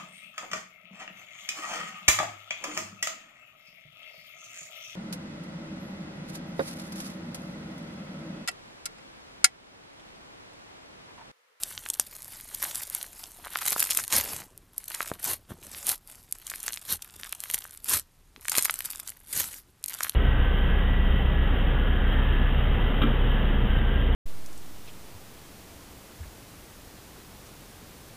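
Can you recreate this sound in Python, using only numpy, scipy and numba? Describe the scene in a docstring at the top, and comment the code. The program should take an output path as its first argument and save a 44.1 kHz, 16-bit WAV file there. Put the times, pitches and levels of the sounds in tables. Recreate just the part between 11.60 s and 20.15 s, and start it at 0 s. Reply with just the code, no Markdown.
"""A fine, wet crackle, close up: two hands knead, stretch and press foam-bead slime on a table.
Tiny air pockets burst between the beads, and the crackle thickens to a rip when the slime peels away.
Thin films snap, bigger bubbles pop singly, a few deep pockets thud and hollows ring briefly.
A small, dry room lies behind, with a low rumble and a faint hiss."""
import sys
import numpy as np
from scipy import signal
from scipy.fft import rfft, irfft, next_fast_len
from scipy.io import wavfile
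from numba import njit

SR = 44100
rng = np.random.default_rng(int(sys.argv[2]) if len(sys.argv) > 2 else 0)


def unload_audio(sound):
    """Save the sound as a 16-bit wav file, at the path given as the first command line argument."""
    columns = np.transpose(np.atleast_2d(sound))
    # keep every value between -1 and 1, then stretch to whole-number steps
    steps = np.round(np.clip(columns, -1, 1) * 32767)
    wavfile.write(sys.argv[1], SR, steps.astype(np.int16))


N = 377039
TIME = np.arange(N) / SR


def kneading(crackle_db, squelch_db, rumble_db, fitful):
    """Pockets of every size give way: in fits and starts under gentle pressure, in one rip on a peel."""
    # EQ of each layer: freq_hz, gain_db
    crackle_eq = [(500, -10), (2000, 4.5), (3500, -5), (6000, -3.5), (9000, 2.5), (11000, 5.5),
                  (13500, 5.5)]
    squelch_eq = [(150, -3.5), (500, -9.5), (900, 4.5), (1500, 2), (2300, -2), (3500, 2), (6000, -9.5),
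                  (13000, -15)]
    rumble_eq = [(25, -11), (70, 4.5), (150, -0.5), (270, 1), (450, 3.5), (1000, -11.5), (8000, -40.5)]
    fits_db = stick_slip(rate=55, fade_s=.0015, steady_share=.36, scatter_db=4.5)
    slip_db = 1.4 * walk(40) + .7 * walk(260) + fitful * fits_db
    crackle = swarm(crackle_db + slip_db, rate=6000, band_hz=(3510, 13800), q=3.7, scatter_db=4.5,
                    wander=1)
    squelch = swarm(squelch_db + slip_db, rate=2800, band_hz=(1256, 3810), q=2, scatter_db=.5,
                    wander=.41)
    # wide cavities suck open only where wet squelching and dragging come together
    suction_db = np.minimum(.42 * squelch_db + .58 * rumble_db, squelch_db + 1)
    laid_down_s = 4.7  # they gape in the lifted lump, less once it is pressed flat
    suction_db += np.where(TIME < laid_down_s, 2.5, -2.5)
    suction = swarm(suction_db + .7 * slip_db, rate=700, band_hz=(550, 1090), q=5.3, scatter_db=4,
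                    wander=.78)
    rumble = swarm(rumble_db + .4 * slip_db, rate=900, band_hz=(64.3, 424), q=2.9, scatter_db=-1.5,
                   wander=.37)
    return (eq(crackle, crackle_eq) + eq(squelch, squelch_eq)
            + undb(-2.1) * suction + eq(rumble, rumble_eq))


def handwork():
    """The hands' strokes set the crackle, squelch and rumble envelopes in dB, and how fitful they are."""
    # rise and fall each span 10 dB; wetness and drag are relative to the stroke's crackle the slime is drawn
    # out and fizzes, save the row at 0.405 s, a brief ring after the loud snap: peak_s, rise_s, fall_s,
    # crackle_db, wetness_db
    stretches = [(0.03, 0.066, 0.25, -43, -12), (0.27, 0.14, 0.11, -49, -7), (0.405, .01, .05, -39, -13),
                 (0.74, .36, 0.29, -47, -10), (0.94, .02, 0.024, -39, -11), (1.03, .035, 0.14, -36, -10),
                 (1.18, 0.062, 0.067, -39, -11), (1.35, .07, .12, -39, -9), (1.6, 0.13, .2, -47, -10),
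                 (4.2, .16, 0.085, -44, -9.5), (4.51, 0.054, 0.19, -53, -12)]
    # fingers press into the lump: peak_s, rise_s, fall_s, crackle_db, wetness_db
    presses = [(1.96, 0.11, 0.093, -42, 0), (2.09, 0.063, 0.11, -32, -10), (2.2, 0.0527, .1, -33, -10),
               (2.301, 0.028, 0.041, -32, -12), (2.385, .035, .048, -28, -13),
               (3.22, .05, 0.095, -52, -11.5), (3.35, .055, .17, -40, -6), (4.75, 0.053, 0.095, -54, -8),
               (4.92, 0.071, 0.098, -43, -6), (5.04, .07, 0.16, -44, -6), (5.44, .07, .16, -55, -6),
               (5.67, 0.099, 0.1204, -47.5, -4.5), (5.87, .13, .21, -44, -9), (5.945, .02, 0.023, -32, -13),
               (6.96, .075, 0.21, -35, -7), (7.26, 0.083, 0.22, -47, -7), (7.47, .025, 0.051, -45.5, -9),
               (8.3, .04, 0.09, -47, -9.5), (8.43, 0.094, 0.088, -40, -6)]
    # the slime rips off the skin: peak_s, rise_s, fall_s, crackle_db, wetness_db, drag_db
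    peels = [(2.545, 0.029, .072, -22.5, -7.5, -16), (2.7, .08, .11, -37, -8.5, -11.5),
             (3.7, 0.0472, 0.042, -28, -11, -18), (4.3, .05, .042, -29, -15, -23),
             (5.322, .036, .033, -29, -11, -18), (6.335, .048, .043, -23.5, -12, -21),
             (7.79, .06, 0.089, -30, -11.5, -19), (7.95, .06, 0.053, -44, -12.5, -20)]
    # the lump is patted or settles on the table: peak_s, rise_s, fall_s, rumble_db
    pats = [(1.81, 0.04103, 0.072, -60), (2.8, 0.047, 0.055, -52), (2.93, 0.079, .18, -62),
            (3.515, 0.014, 0.052, -49), (3.8, .03, 0.0298, -61), (3.905, .015, .035, -44),
            (3.99, .06, .18, -58), (5.57, 0.038, 0.059, -58), (6.775, .02, 0.037, -57),
            (8.095, 0.035, 0.032, -61)]
    wetness, drag = 4, 5  # columns
    stretch, press, pat = (strokes(rows) for rows in (stretches, presses, pats))
    wet_stretch, wet_press = (strokes(rows, wetness) for rows in (stretches, presses))
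    peel, wet_peel, peel_drag = (strokes(peels, column, shape=1.5, stop=1.25)
                                 for column in (None, wetness, drag))
    rest_crackle_db, rest_squelch_db, rest_rumble_db = -75, -77, -74  # slime left alone
    crackle = power_sum(stretch, press, peel, pat - 10, rest_crackle_db)
    squelch = power_sum(wet_stretch, wet_press, wet_peel, pat - 11, rest_squelch_db)
    dough = lambda db: .55 * (db + 40)  # the dough's rumble grows more slowly than its crackle
    rumble = power_sum(dough(stretch) - 60, dough(press) - 63, peel_drag, pat, rest_rumble_db)
    share = lambda db: undb(db - crackle) ** 2
    fitful = .65 * share(stretch) + 1.05 * share(press) + .62 * share(peel)  # 0 even, 1 fits and starts
    return crackle, squelch, rumble, fitful


def strokes(rows, offset_column=None, shape=1.45, stop=1):
    """Strokes swell and fade, in dB; shape 1 peaks sharply, 2 roundly, and stop over 1 cuts the tail."""
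    t = TIME[::50]
    swells = []
    for row in rows:
        peak, rise, fall, db = row[:4]
        db += row[offset_column] if offset_column else 0
        away = np.abs(t - peak) / np.where(t < peak, rise, fall)
        swells.append(db - 10 * away ** np.where(t < peak, shape, shape * stop))
    return np.interp(TIME, t, power_sum(*swells))


def stick_slip(rate, fade_s, steady_share, scatter_db):
    """The level in dB jumps when a patch lets go, drops within milliseconds and idles between slips."""
    chance, strength = rng.random(N), rng.standard_normal(N)
    slips = (chance < rate / SR) * undb(2 * scatter_db * np.clip(strength, -2, 1.3))
    power = signal.lfilter([1], [1, -np.exp(-1 / (fade_s * SR))], slips)
    return 10 * np.log10(steady_share + (1 - steady_share) * power / np.mean(power))


def swarm(level_db, rate, band_hz, q, scatter_db, wander, crowding=.5, count=180000):
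    """Pockets burst at random, rate a second at -45 dB; harder work bursts more as well as bigger ones."""
    density = np.minimum(rate * undb(crowding * (level_db + 45)), 20000)
    due = np.cumsum(density) / SR
    wait, pitch, sign = rng.random((count, 3)).T
    strength, ring = np.minimum(rng.standard_normal((count, 2)), 2).T
    turn = np.cumsum(-np.log(1 - wait))
    at = np.searchsorted(due, turn[turn < due[-1]])  # each pocket bursts when its turn falls due
    n = len(at)
    spread = undb(scatter_db * strength)
    size = spread[:n] / np.sqrt(np.mean(spread ** 2))
    size *= undb(level_db[at]) * np.sqrt(1000 / density[at])
    low_hz, high_hz = band_hz
    hz = low_hz * (high_hz / low_hz) ** pitch[:n]
    # neighbouring pockets are alike in size, so a favoured pitch wanders as the fingers move on
    size *= np.sqrt(1 + np.tanh(wander) * np.cos(2 * np.pi * np.log(hz) + np.pi * walk(18)[at]))
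    return bursts(at / SR, hz, q * np.exp(.59 * ring[:n]), size * np.sign(sign[:n] - .5))


@njit
def bursts(times, hz, q, size):
    """Each burst kicks its own damped cavity; size is the rms it would have if spread over 1 ms."""
    out = np.zeros(N)
    for k in range(len(times)):
        w = 2 * np.pi * min(hz[k], .4 * SR) / SR
        loss = np.sin(w) / (2 * q[k])
        kick = size[k] * np.sqrt(SR / 1000 * loss / (1 + loss))
        pull, keep = 2 * np.cos(w) / (1 + loss), (1 - loss) / (1 + loss)
        start, last, before = int(times[k] * SR), 0., 0.
        for i in range(min(int(7 / min(loss, w / 3)) + 4, N - start)):
            y = pull * last - keep * before + (kick if i == 0 else -kick if i == 2 else 0.)
            before, last = last, y
            if start + i >= 0:
                out[start + i] += y
    return out


def snaps(small, small_crumble=.06, q=2.07, cluster_s=.0005, spurt_s=.0035, cluster_q=.86, count=24):
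    """A film snaps: a sharp tick amid a spurt of smaller ticks; the more crumble, the longer the spurt."""
    # thin films snapping between beads: start_s, level_db (before EQ), pitch_hz, crumble_share
    films = [(0.0349, -15.5, 8600, 0.22), (0.2882, -26.5, 10000, 0.13), (0.302, -14.5, 8600, 0.06),
             (0.34, -25, 8600, 0.7), (0.3979, -6, 9340, 0.06), (0.9477, -22, 10630, 0.36),
             (1.0273, -16, 13150, 0), (1.04, -19.5, 12600, 0.6), (1.1492, -26, 11300, .4),
             (1.1562, -23.5, 9400, 0.2), (1.234, -25.5, 10100, 0.39), (1.2999, -25.5, 11500, 0.04),
             (1.3493, -15, 10500, 0), (1.4287, -23.5, 10070, 0.15), (1.6396, -31, 5487, 0.09),
             (2.0646, -22, 10800, 0.11), (2.0817, -15, 11950, 0.43), (2.106, -18, 12510, 0.08),
             (2.1262, -17.5, 10390, .9), (2.1963, -13.5, 11700, 0.4), (2.2031, -7.5, 11230, 0.05),
             (2.2283, -10, 12600, 0), (2.2517, -23.5, 11500, .1), (2.3078, -12, 10100, 0.05),
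             (2.3108, -16, 7240, 0.87), (2.373, -8, 9900, .18), (2.4796, -22.5, 10040, 0.04),
             (2.5256, -14, 6950, 0.1), (2.5647, -10, 10930, 0.28), (2.9774, -36, 10910, 0),
             (3.1808, -19, 11100, 0.09), (3.2817, -27, 12080, 0.4), (3.3485, -23, 7897, .4),
             (3.493, -37, 8340, 0.18), (3.6431, -17.5, 11500, 0.08), (4.2685, -17, 9300, 0.03),
             (4.292, -10.5, 10180, 0.32), (4.7247, -16.5, 10180, 0), (4.8686, -27.5, 8520, 0.19),
             (4.9, -24.5, 8760, 0.43), (5.0029, -30, 10610, 0.43), (5.0809, -20.5, 5800, .1),
             (5.1409, -25.5, 9087, 0.01), (5.3256, -15, 11380, 0.08), (5.423, -28.5, 8100, 0.48),
             (5.7254, -23, 10520, 0), (5.804, -25.5, 9520, 0), (5.838, -26.5, 11240, 0.01),
             (5.9005, -26, 10200, 0.05), (5.9122, -22, 11630, 0), (5.9436, -11, 10800, 0.4),
             (5.9882, -26.5, 11330, 0.35), (6.1746, -34.5, 9295, .15), (6.2444, -26, 11820, 0),
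             (6.2953, -16, 9900, 0), (6.8829, -18.5, 8692, .06), (6.897, -15, 10300, 0.1),
             (6.919, -18.5, 7670, .4), (6.9753, -14.5, 8500, 0.27), (6.9833, -8, 8380, 0.2),
             (7.0248, -13, 10110, 0), (7.0504, -11.5, 10410, 0.32), (7.056, -15, 11230, 0.17),
             (7.1091, -19, 11600, 0.1), (7.141, -20.5, 9694, 0), (7.19, -24, 12030, 0.03),
             (7.2062, -25.5, 12470, 0.01), (7.257, -22.5, 10340, 0.4), (7.304, -25.5, 11300, 0.28),
             (7.399, -26.5, 10530, 0.47), (7.4768, -28, 7250, 0.01), (7.7283, -24, 9920, 0.16),
             (7.7764, -18, 12210, .02), (8.241, -20, 9614, 0.1), (8.2606, -23.5, 11570, 0.03),
             (8.2829, -24, 10140, 0.43), (8.4067, -27.5, 7100, .09), (8.4332, -16, 11000, 0.49),
             (8.4957, -17, 11530, 0.15)]
    # snap EQ: freq_hz, gain_db
    snap_eq = [(100, 0), (1000, -3.5), (3000, 2.5), (6000, -0.5), (10000, 0.5), (13500, 2)]
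    small_films = np.column_stack([small, np.full(len(small), small_crumble)])
    start, db, hz, crumble = np.vstack([films, small_films]).T
    ticks = bursts(start, hz, np.full(len(start), q), undb(db) * np.sqrt(1 - crumble))
    jitter, detune, size = rng.standard_normal((len(start), 3, count)).transpose(1, 2, 0)
    size = size / np.sqrt(np.sum(size ** 2, axis=0)) * undb(db + 2) * np.sqrt(crumble)
    times = start + (cluster_s + spurt_s * crumble) * (jitter + .18)
    pitches = hz * np.exp(.31 * detune)
    cluster = bursts(times.ravel(), pitches.ravel(), np.full(size.size, cluster_q), size.ravel())
    return eq(ticks + cluster, snap_eq)


def pops(small, decay_cycles=.3, hollow_q=5., hollow_db=-10):
    """A bubble swells open in about one cycle, and the wider hollow it leaves rings a moment longer."""
    # air bubbles popping: start_s, level_db (before EQ), pitch_hz
    bubbles = [(0.1776, -29.5, 2957), (0.2621, -29.5, 2070), (0.3979, -25, 3670), (1.0273, -29, 2091),
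               (1.863, -31.5, 1030), (1.87, -30.5, 1382), (1.9575, -18, 1754), (2.0816, -27, 2765),
               (2.1624, -28, 1039), (2.226, -23, 2530), (2.3893, -24.5, 1752), (2.5254, -26.5, 2097),
               (3.4061, -17, 1423), (4.1477, -35.5, 2795), (4.917, -31, 1503), (4.9383, -30.5, 1937),
               (5.0812, -23.5, 1820), (5.1333, -34.5, 3450), (5.1736, -32.5, 2842), (5.6338, -31.5, 2746),
               (5.7288, -28, 2376), (5.838, -32.5, 2385), (5.9007, -30, 2623), (5.944, -26.5, 2615),
               (6.0527, -34.5, 1376), (6.7622, -38, 2340), (6.854, -33.5, 1852), (6.8839, -24, 2333),
               (6.919, -24, 1955), (6.9527, -23.5, 2638), (6.983, -19.5, 1900), (7.0551, -24, 2219),
               (7.0968, -17, 2089), (7.2061, -30, 2467), (7.2577, -37.5, 2622), (8.4073, -22, 1587),
               (8.4487, -31, 2170), (8.468, -30.5, 1790), (8.4956, -32.5, 3224)]
    # pop EQ: freq_hz, gain_db
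    pop_eq = [(100, -22.5), (400, -5.5), (1200, 0.5), (2500, -0.5), (4500, 6.5), (7000, 16.5), (13000, -20)]
    start, db, hz = np.vstack([bubbles, small]).T
    t = TIME[:SR // 100]
    cycles = hz[:, None] * t
    waves = cycles * np.exp(-cycles / decay_cycles) * np.sin(2 * np.pi * cycles)
    waves /= np.sqrt(np.sum(waves ** 2, axis=1, keepdims=True) * 1000 / SR)
    at = (start[:, None] * SR).astype(int) + np.arange(len(t))
    opening = np.bincount(at.ravel(), (waves * undb(db)[:, None]).ravel(), N)[:N]
    hollow_hz = .833 * hz * np.exp(.26 * rng.standard_normal(len(start)))
    hollow = bursts(start, hollow_hz, np.full(len(start), hollow_q), undb(db + hollow_db))
    return eq(opening + hollow, pop_eq)


def strays(level_db, fitful, rate, typical_db, growth, scatter_db, hz, spread, count=600):
    """Chance bursts, rate a second when fitful is 1, as rows of start_s, level_db, pitch_hz."""
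    when, chance = rng.random((count, 2)).T
    size, pitch = np.clip(rng.standard_normal((count, 2)), -1.5, 1.5).T
    at = (when * (N - 1)).astype(int)
    effort_db = level_db[at] + 45
    # gentle work shrinks them in step; hard work enlarges them only a little
    db = typical_db + np.minimum(effort_db, growth * effort_db) + scatter_db * size
    rows = np.column_stack([at / SR, db, hz * np.exp(spread * pitch)])
    return rows[chance < rate * fitful[at] ** 2 * N / SR / count]


def thuds(q=.93):
    """Deep air pockets collapse under the fingers, each with one soft, low push."""
    # collapsing pockets: start_s, level_db (before EQ), pitch_hz
    pockets = [(0.397, -27, 636), (2.122, -31.5, 494), (2.163, -23.5, 640.2), (3.4064, -28.5, 804),
               (3.5163, -21.5, 418.7), (3.907, -36.5, 382), (3.919, -34, 245), (6.981, -23.5, 300.6)]
    # bass-heavy EQ: freq_hz, gain_db
    thud_eq = [(30, 8), (100, 10), (400, 0), (1400, 5), (2200, -7), (8000, -26)]
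    start, db, hz = np.transpose(pockets)
    return eq(bursts(start, hz, np.full(len(start), q), undb(db)), thud_eq)


def hollows(q=9., glide=.22, rough=.08, count=50):
    """Tiny bursts ring each hollow; its walls tremble and its pitch rises as it narrows."""
    # hollows opening in the slime: start_s, length_s, level_db, pitch_hz
    openings = [(0.396, 0.025, -47, 5030), (1.036, .055, -48.5, 781.4), (2.524, 0.056, -39.5, 1073),
                (2.549, 0.022, -31.5, 5200), (3.669, 0.053, -46.5, 991.4), (4.27, 0.068, -49, 781),
                (5.29, .04, -42, 4008), (6.309, 0.062, -40.5, 1171), (7.779, 0.063, -47.5, 2995)]
    out = np.zeros(N)
    for start, length, db, hz in openings:
        along, sign, tremble = rng.random((count, 3)).T
        size = undb(db) * np.sqrt(length * 1000 / count) * np.sign(sign - .5)
        pitch = hz * np.exp(glide * (along - .5) + rough * (2 * tremble - 1))
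        out += bursts(start + length * along, pitch, np.full(count, q), size)
    return out


def scattered(x, t60, gap_s, count=6):
    """Echoes travel along paths that keep changing as the hands move."""
    paths = np.array([walk(14) for _ in range(count)])
    paths /= np.sqrt(np.sum(paths ** 2, axis=0))
    return sum(path * diffuse(x, t60, gap_s) for path in paths)


def diffuse(x, t60, gap_s):
    """A diffuse tail starts after a gap and dies away, 60 dB in t60 seconds."""
    t = TIME[:SR // 4]
    onset = np.clip(t / gap_s - 1, 0, 1)
    tail = rng.standard_normal(len(t)) * np.exp(-np.log(1000) * t / t60) * onset
    return signal.oaconvolve(x, tail / np.sqrt(np.sum(tail ** 2)))[:N]


def treble_spread(x):
    """The treble's stereo width swells and shrinks along a drawn curve."""
    # width automation: time_s, side_db
    width = [(0, -57), (1.5, -35), (1.75, -11), (2.15, -8), (2.8, -28), (3.3, -12), (3.7, -44), (4.6, -50),
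             (4.85, -14.5), (5.7, -30.5), (6.3, -18), (7.05, -13), (7.45, -25), (7.7, -54)]
    # side EQ: freq_hz, gain_db
    side_eq = [(100, -30.5), (2400, -62), (4000, -1), (8000, 2), (14000, -9)]
    side_gain = undb(np.interp(TIME, *np.transpose(width)))
    return side_gain * eq(diffuse(x, t60=.07, gap_s=.0043), side_eq)


def room_tone(level_db=-60):
    """The room's low rumble lies under a faint, even hiss."""
    # room tone spectrum: freq_hz, gain_db
    tone_eq = [(15, -22), (25, 7), (48, -2), (65, -5), (113, -8), (150, -11), (190, -14), (275, -18),
               (380, -25), (1050, -23), (2250, -28.5), (14000, -32)]
    noise = eq(rng.standard_normal(N), tone_eq)
    return noise / np.std(noise) * undb(level_db)


def eq(x, points):
    """Minimum-phase EQ through points of freq_hz, gain_db."""
    hz, db = np.transpose(points)
    size = next_fast_len(N + SR // 2) * 2
    freq = np.maximum(np.arange(size // 2 + 1) * SR / size, 1)
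    cepstrum = irfft(np.log(undb(np.interp(np.log(freq), np.log(hz), db))))
    cepstrum[1:size // 2] *= 2  # folded forward, so nothing rings ahead of a tick
    cepstrum[size // 2 + 1:] = 0
    return irfft(rfft(x, size) * np.exp(rfft(cepstrum)))[:N]


def walk(rate):
    """Random drift with a spread near 1, turning rate times a second."""
    steps = rng.standard_normal(N // 20)
    return 1.2 * np.interp(TIME * rate, np.arange(len(steps)), steps)


def power_sum(*levels_db):
    """The level in dB of sounds that add in power."""
    return 10 * np.log10(sum(10 ** (db / 10) for db in levels_db) + 1e-18)


def undb(db):
    """Decibels to gain."""
    return 10 ** (np.asarray(db) / 20)


def scene():
    """The slime sits dead centre; the hands scatter its sound at once, the walls a little later."""
    # tone of the wall echoes: freq_hz, gain_db
    wall_eq = [(100, -4), (1000, -3.5), (4000, -6), (8000, -2.5), (14000, -26.5)]
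    crackle_db, squelch_db, rumble_db, fitful = handwork()
    small_snaps = strays(crackle_db, fitful, rate=20, typical_db=-31, growth=.31, scatter_db=4,
                         hz=9740, spread=.13)
    small_pops = strays(squelch_db, fitful, rate=25, typical_db=-32, growth=.4, scatter_db=3,
                        hz=2071, spread=.23)
    slime = kneading(crackle_db, squelch_db, rumble_db, fitful)
    slime += snaps(small_snaps) + pops(small_pops) + thuds() + hollows()
    hands = undb(-11.5) * scattered(slime, t60=.013, gap_s=.00018)
    walls = undb(-17) * eq(scattered(slime, t60=.051, gap_s=.0016, count=4), wall_eq)
    side = treble_spread(slime) * np.array([[1], [-1]])
    return slime + hands + walls + side + room_tone()


def record(dry):
    """Soft saturation rounds the tallest ticks, and a steep low-pass cuts the top."""
    ceiling, top_hz = .72, 14000
    lowpass = signal.ellip(8, .3, 70, top_hz, fs=SR, output="sos")
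    return signal.sosfilt(lowpass, ceiling * np.tanh(dry / ceiling))


dry = scene()
out = record(dry)
unload_audio(out)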